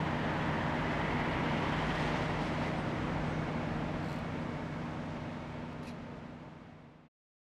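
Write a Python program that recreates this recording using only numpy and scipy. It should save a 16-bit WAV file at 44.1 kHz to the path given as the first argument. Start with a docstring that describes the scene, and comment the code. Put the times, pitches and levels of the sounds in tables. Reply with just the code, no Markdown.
"""Cars pull past a city crossing, their tyres roaring, humming and hissing on the asphalt.
One engine winds down, brakes sing faintly and distant traffic rumbles. On a building site a generator
and a pump hum while other machines whir and whine. Fingers click a dial and a button on a hand-held
camera, and the strap's metal ring scrapes on its lug. The sound fades out to silence;
all levels are given before that fade."""
import sys
import numpy as np
from scipy import signal
from scipy.fft import rfft, irfft, next_fast_len
from scipy.io import wavfile

SR = 44100
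rng = np.random.default_rng(int(sys.argv[2]) if len(sys.argv) > 2 else 0)


def store_pcm(level_fs):
    """Save levels as 16-bit WAV."""
    pcm = np.round(np.clip(level_fs, -1, 1) * 32767).astype(np.int16)
    wavfile.write(sys.argv[1], SR, np.atleast_2d(pcm).T)


N = 334278
TIME = np.arange(N) / SR
FREQ = np.maximum(np.arange(N // 2 + 1) * SR / N, 1)


def passing_cars():
    """Tyres roar, hum and squeeze air from their tread, swelling as each car goes by on the uneven road."""
    # Each row: time when closest in seconds, distance over speed in seconds, roar gain in dB,
    # hiss gain in dB, pitch of the tread's hum in Hz, level of that hum in dB.
    passes = [(.3, 0.82, -4, -22.5, 1797, -48.5), (1.12, 0.5, -5.5, -10.5, 1999, -46),
              (1.55, .33, -5.5, -8.5, 2895, -53.5), (2.03, 0.22, -3, -.5, 1829, -45),
              (2.459, .06, -20.5, -3, 2007, -53), (2.65, .05, -15.5, -2.5, 2000, -49.5),
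              (5.3, .7, -31.5, -10.5, 1800, -56.5)]
    # Tyres on asphalt. Each row: frequency in Hz, level in dB per Hz before the roar gain.
    roar_spectrum = [(60, -78.5), (270, -62.5), (480, -70.5), (720, -68), (950, -63), (1100, -69),
                     (1450, -72.5), (2000, -74.5), (2450, -79), (3150, -80.5), (4000, -91.5), (8000, -118)]
    # Air leaving the tread. Each row: frequency in Hz, level in dB per Hz before the hiss gain.
    hiss_spectrum = [(1200, -96.5), (2600, -81), (4000, -87.5), (5500, -93), (7500, -101), (10000, -109),
                     (15000, -130)]
    roar_falloff, hiss_falloff = 1.33, 1.24  # tyres beam sideways, so they fade faster than 1 / distance
    tread_width_hz, tread_rise = 550, .1
    # Start with the steady stream of cars farther up the road.
    roar_gain, hiss_gain = undb(-13.5), undb(-14.5)
    hum = undb(-57.5) * narrow_noise(1900, tread_width_hz)
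    for closest_s, reach_s, roar_db, hiss_db, tread_hz, tread_db in passes:
        near = nearness(closest_s, reach_s)
        roar_gain = np.hypot(roar_gain, undb(roar_db) * near ** roar_falloff)
        hiss_gain = np.hypot(hiss_gain, undb(hiss_db) * near ** hiss_falloff)
        progress = near * (TIME - closest_s) / reach_s  # from -1 to 1: the hum climbs as the car passes
        note = narrow_noise(tread_hz * (1 + tread_rise * progress), tread_width_hz)
        hum += undb(tread_db) * near ** roar_falloff * note
    roar = wavering_noise(roar_spectrum, flicker_db=.5, flicker_hz=9.9) * roar_gain
    hiss = wavering_noise(hiss_spectrum, flicker_db=1.5, flicker_hz=25) * hiss_gain
    bumps = undb(.5 * wander(29))
    return (roar + hum + hiss) * bumps


def slowing_engine(firing_hz=59.3, drop_hz_per_s=3.75, jitter=.0042):
    """A muffled exhaust rolls past: the firing rate and its octave sink as the vehicle slows."""
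    hz = firing_hz - drop_hz_per_s * TIME
    gain = undb(-48 + 2.2 * wander(2)) * nearness(closest_s=2, reach_s=.85)
    phase = 2 * np.pi * np.cumsum(hz * (1 + jitter * wander(2.9))) / SR
    return np.sqrt(2) * gain * (np.sin(phase) + undb(-10) * np.sin(2 * phase))


def generator(shaft_hz=30.03):
    """A shaft held at a nearly steady speed hums with many tones; the level slowly dips and rises."""
    # Each row: multiple of the shaft rate, level in dB before the gain below.
    tones = [(3, -49.5), (4, -59.5), (6, -49), (8, -44.5), (8.5, -56.5), (9, -54.5), (11, -58.5),
             (13.5, -59), (15.5, -61), (30, -64), (41.5, -61.5)]
    # The slow change in loudness. Each row: time in seconds, gain in dB.
    loudness = [(0, 0), (2.4, -2), (4.2, 0.5), (6.2, 3), (7.1, -0.5)]
    times, gains_db = np.transpose(loudness)
    gain = undb(np.interp(TIME, times, gains_db))
    return gain * machine_tones(shaft_hz, tones, jitter=.0004, waver_db=.5)


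def pump(stroke_hz=154.6):
    """The rapid strokes of the generator's pump make a steady drone."""
    # Each row: multiple of the stroke rate, level in dB.
    tones = [(1, -41.5), (2, -49), (3, -59.5), (4, -58.5)]
    return machine_tones(stroke_hz, tones, jitter=.001, waver_db=.35)


def site_whirs():
    """Machinery on the site whirs in narrow bands of noise."""
    # Each row: start in seconds, end in seconds, pitch in Hz, width in Hz, loudest level in dB.
    whirs = [(4, 7.2, 900, 35, -53.5), (2.4, 7.2, 615, 38, -55)]
    return unsteady_tones(whirs)


def site_whine(hz=2213):
    """One thin, clean machine tone comes and goes at a nearly fixed pitch."""
    # Each row: start in seconds, end in seconds, loudest level in dB.
    swells = [(3.114, 3.799, -57), (4.03, 5.05, -58), (5.15, 5.8, -58), (6.32, 6.95, -59)]
    gain = sum(undb(db) * np.sqrt(swell(start, end)) for start, end, db in swells)
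    return gain * machine_tones(hz, [(1, 0)], jitter=.00046, waver_db=.5)


def dial_and_button(rise_s=.0004, crack_s=.0015, rattle_s=.0097, rattle_db=-9):
    """Each notch of the dial cracks and sets the plastic housing rattling; the button only cracks."""
    # One flick of the dial. Each row: start in seconds, strength of the click in dB.
    notches = [(4.029, -54), (4.0445, -52), (4.0585, -53), (4.0725, -55), (4.0852, -48.5), (4.0963, -49),
               (4.1074, -52), (4.118, -48), (4.1286, -47), (4.1414, -51), (4.1585, -50), (4.188, -50)]
    # The tone of a crack. Each row: frequency in Hz, relative level in dB.
    crack_spectrum = [(1000, -8), (4200, 12), (6000, 5), (8000, 3), (10500, -2.5), (12500, -5.5),
                      (15000, -9.5)]
    # How the housing rings. Each row: pitch in Hz, width in Hz, relative level in dB.
    housing = [(4300, 1100, 4), (6000, 1200, -6), (7600, 2200, -5), (10800, 4500, -12)]
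    button_start_s, button_db, button_fall_s = 5.7295, -44, .0006
    cracks, rattle = np.zeros(N), np.zeros(N)
    age = TIME[:SR // 10]
    for start, db in notches:
        i = int(start * SR)
        burst = undb(db) * rng.standard_normal(len(age)) * np.minimum(age / rise_s, 1)
        cracks[i:i + len(age)] += burst * np.exp(-age / crack_s)
        rattle[i:i + len(age)] += burst * undb(rattle_db) * np.exp(-age / rattle_s)
    i = int(button_start_s * SR)
    cracks[i:i + len(age)] += undb(button_db) * rng.standard_normal(len(age)) * np.exp(-age / button_fall_s)
    return irfft(rfft(cracks) * unit(colour(crack_spectrum)), N) + resonate(rattle, housing)


def strap_ring(rasp_db=-2.5):
    """The small metal ring sticks and slips on its lug: it rasps, chimes and squeaks where it catches."""
    # Each row: start, rise, hold and decay in seconds, then scrape level and squeak level in dB.
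    rubs = [(5.827, .003, .006, .008, -50.5, -62.5), (5.845, .01, .03, 0.024, -51, -82),
            (5.868, .002, .024, .012, -51, -82)]
    # How the metal chimes. Each row: pitch in Hz, width in Hz, relative level in dB.
    chimes = [(2500, 470, 7.5), (3380, 350, -2), (3900, 200, 2.5), (4230, 200, 2), (4650, 200, -2),
              (5020, 250, -7), (5700, 250, -7), (6500, 250, -8), (7200, 300, -15), (10050, 600, -12),
              (11500, 250, -19), (13250, 250, -22)]
    # The squeak as it sticks. Each row: pitch in Hz, width in Hz, relative level in dB.
    squeaks = [(10750, 900, -7.5), (12400, 900, -10.5)]
    # The dry rasp of the contact. Each row: frequency in Hz, relative level in dB.
    rasp_spectrum = [(500, -25), (2500, 0), (4500, 5), (7000, -4), (11000, -9), (12500, -18), (15000, -21)]
    friction = unit(rng.standard_normal(N))
    scraping, sticking = np.zeros(N), np.zeros(N)
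    for start, rise, hold, decay, scrape_db, squeak_db in rubs:
        age = TIME - start
        rub = friction * np.clip(age / rise, 0, 1) * np.exp(-np.maximum(age - rise - hold, 0) / decay)
        scraping += undb(scrape_db) * rub
        sticking += undb(squeak_db) * rub
    rasp = undb(rasp_db) * irfft(rfft(scraping) * unit(colour(rasp_spectrum)), N)
    return resonate(scraping, chimes) + rasp + resonate(sticking, squeaks)


def brakes():
    """Brakes give short, faint, very high squeals."""
    # Each row: start in seconds, end in seconds, pitch in Hz, width in Hz, loudest level in dB.
    squeals = [(2.757, 2.84, 8440, 900, -70.5), (3.25, 3.34, 8150, 900, -72), (3.25, 3.45, 6000, 1190, -69),
               (5.018, 5.084, 10800, 300, -85), (5.27, 5.426, 10750, 200, -86)]
    return unsteady_tones(squeals)


def distant_traffic():
    """Far-off traffic rumbles on between the house fronts."""
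    # Each row: frequency in Hz, level in dB per Hz.
    rumble_spectrum = [(20, -88.5), (48, -66), (90, -69), (128, -61.5), (190, -66), (228, -61.5),
                       (260, -66), (380, -71), (600, -68), (920, -73), (1400, -76.5), (2100, -80.5),
                       (4000, -93), (7500, -106), (15000, -129)]
    return wavering_noise(rumble_spectrum, flicker_db=.5, flicker_hz=.823)


def nearness(closest_s, reach_s):
    """Closest distance over present distance for a vehicle on a straight road."""
    return 1 / np.hypot(1, (TIME - closest_s) / reach_s)


def machine_tones(hz, tones, jitter, waver_db):
    """Tones at multiples of a nearly steady rate; each wavers as its reflections shift."""
    phase = 2 * np.pi * np.cumsum(hz * (1 + jitter * wander(3.1))) / SR
    return np.sqrt(2) * sum(
        undb(db + waver_db * wander(1)) * np.sin(multiple * phase + rng.uniform(0, 2 * np.pi))
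        for multiple, db in tones)


def unsteady_tones(table):
    """Narrow bands of noise that swell and die away."""
    return sum(undb(db) * swell(start, end) * narrow_noise(np.full(N, hz), width)
               for start, end, hz, width, db in table)


def swell(start, end):
    """One smooth arch from silence to silence."""
    return np.sin(np.pi * np.clip((TIME - start) / (end - start), 0, 1))


def wavering_noise(points, flicker_db, flicker_hz, octaves=9):
    """Noise with the given spectrum, each octave wavering in level on its own."""
    spectrum = rfft(rng.standard_normal(N)) * colour(points) * np.sqrt(SR / 2)
    octave = np.clip(np.log2(FREQ / 50), 0, octaves - 1)
    bands = (irfft(spectrum * np.maximum(1 - abs(octave - k), 0), N) for k in range(octaves))
    return sum(band * undb(flicker_db * wander(flicker_hz)) for band in bands)


def narrow_noise(hz, width_hz):
    """A band of noise around hz, given for every sample; a single number gives a low rumble instead."""
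    phase = 2 * np.pi * np.cumsum(hz) / SR
    return wander(width_hz / 2) * np.sin(phase) + wander(width_hz / 2) * np.cos(phase)


def wander(rate):
    """A smooth random curve of typical size 1 that changes about rate times a second."""
    size = next_fast_len(N, real=True)
    hz = np.arange(size // 2 + 1) * SR / size
    spectrum = rfft(rng.standard_normal(size)) / (1 + (hz / rate) ** 4)
    return unit(irfft(spectrum, size)[:N])


def resonate(x, modes):
    """Make x ring at the listed pitches; white noise keeps its level."""
    response = sum(undb(db) / (1 + 1j * (FREQ / hz - hz / FREQ) * hz / width) ** 2
                   for hz, width, db in modes)
    return irfft(rfft(x) * unit(response), N)


def colour(points):
    """Join (Hz, dB) points into a gain for every frequency."""
    hz, db = np.transpose(points)
    return undb(np.interp(np.log(FREQ), np.log(hz), db))


def unit(x):
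    """Scale to an average (rms) size of 1."""
    return x / np.sqrt(np.mean(abs(x) ** 2))


def undb(db):
    """Turn decibels into a gain."""
    return 10 ** (np.asarray(db) / 20)


def scene():
    """Street, building site and the hand on the camera, in mono."""
    street = passing_cars() + slowing_engine() + brakes() + distant_traffic()
    site = generator() + pump() + site_whirs() + site_whine()
    hand = dial_and_button() + strap_ring()
    return (street + site + hand)[None]


def record(dry):
    """Open softly, fade in a straight line, close just before it reaches zero and cut the highest treble."""
    fade_start_s, fade_zero_s, stop_s, top_hz = 3, 7.3, 7.085, 14900
    fade = np.clip((fade_zero_s - TIME) / (fade_zero_s - fade_start_s), 0, 1)
    soft_ends = np.clip(np.minimum(TIME / .003, (stop_s - TIME) / .02), 0, 1)
    treble_cut = signal.ellip(10, .2, 80, top_hz, fs=SR, output="sos")
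    return signal.sosfilt(treble_cut, dry * fade * soft_ends)


dry = scene()
out = record(dry)
store_pcm(out)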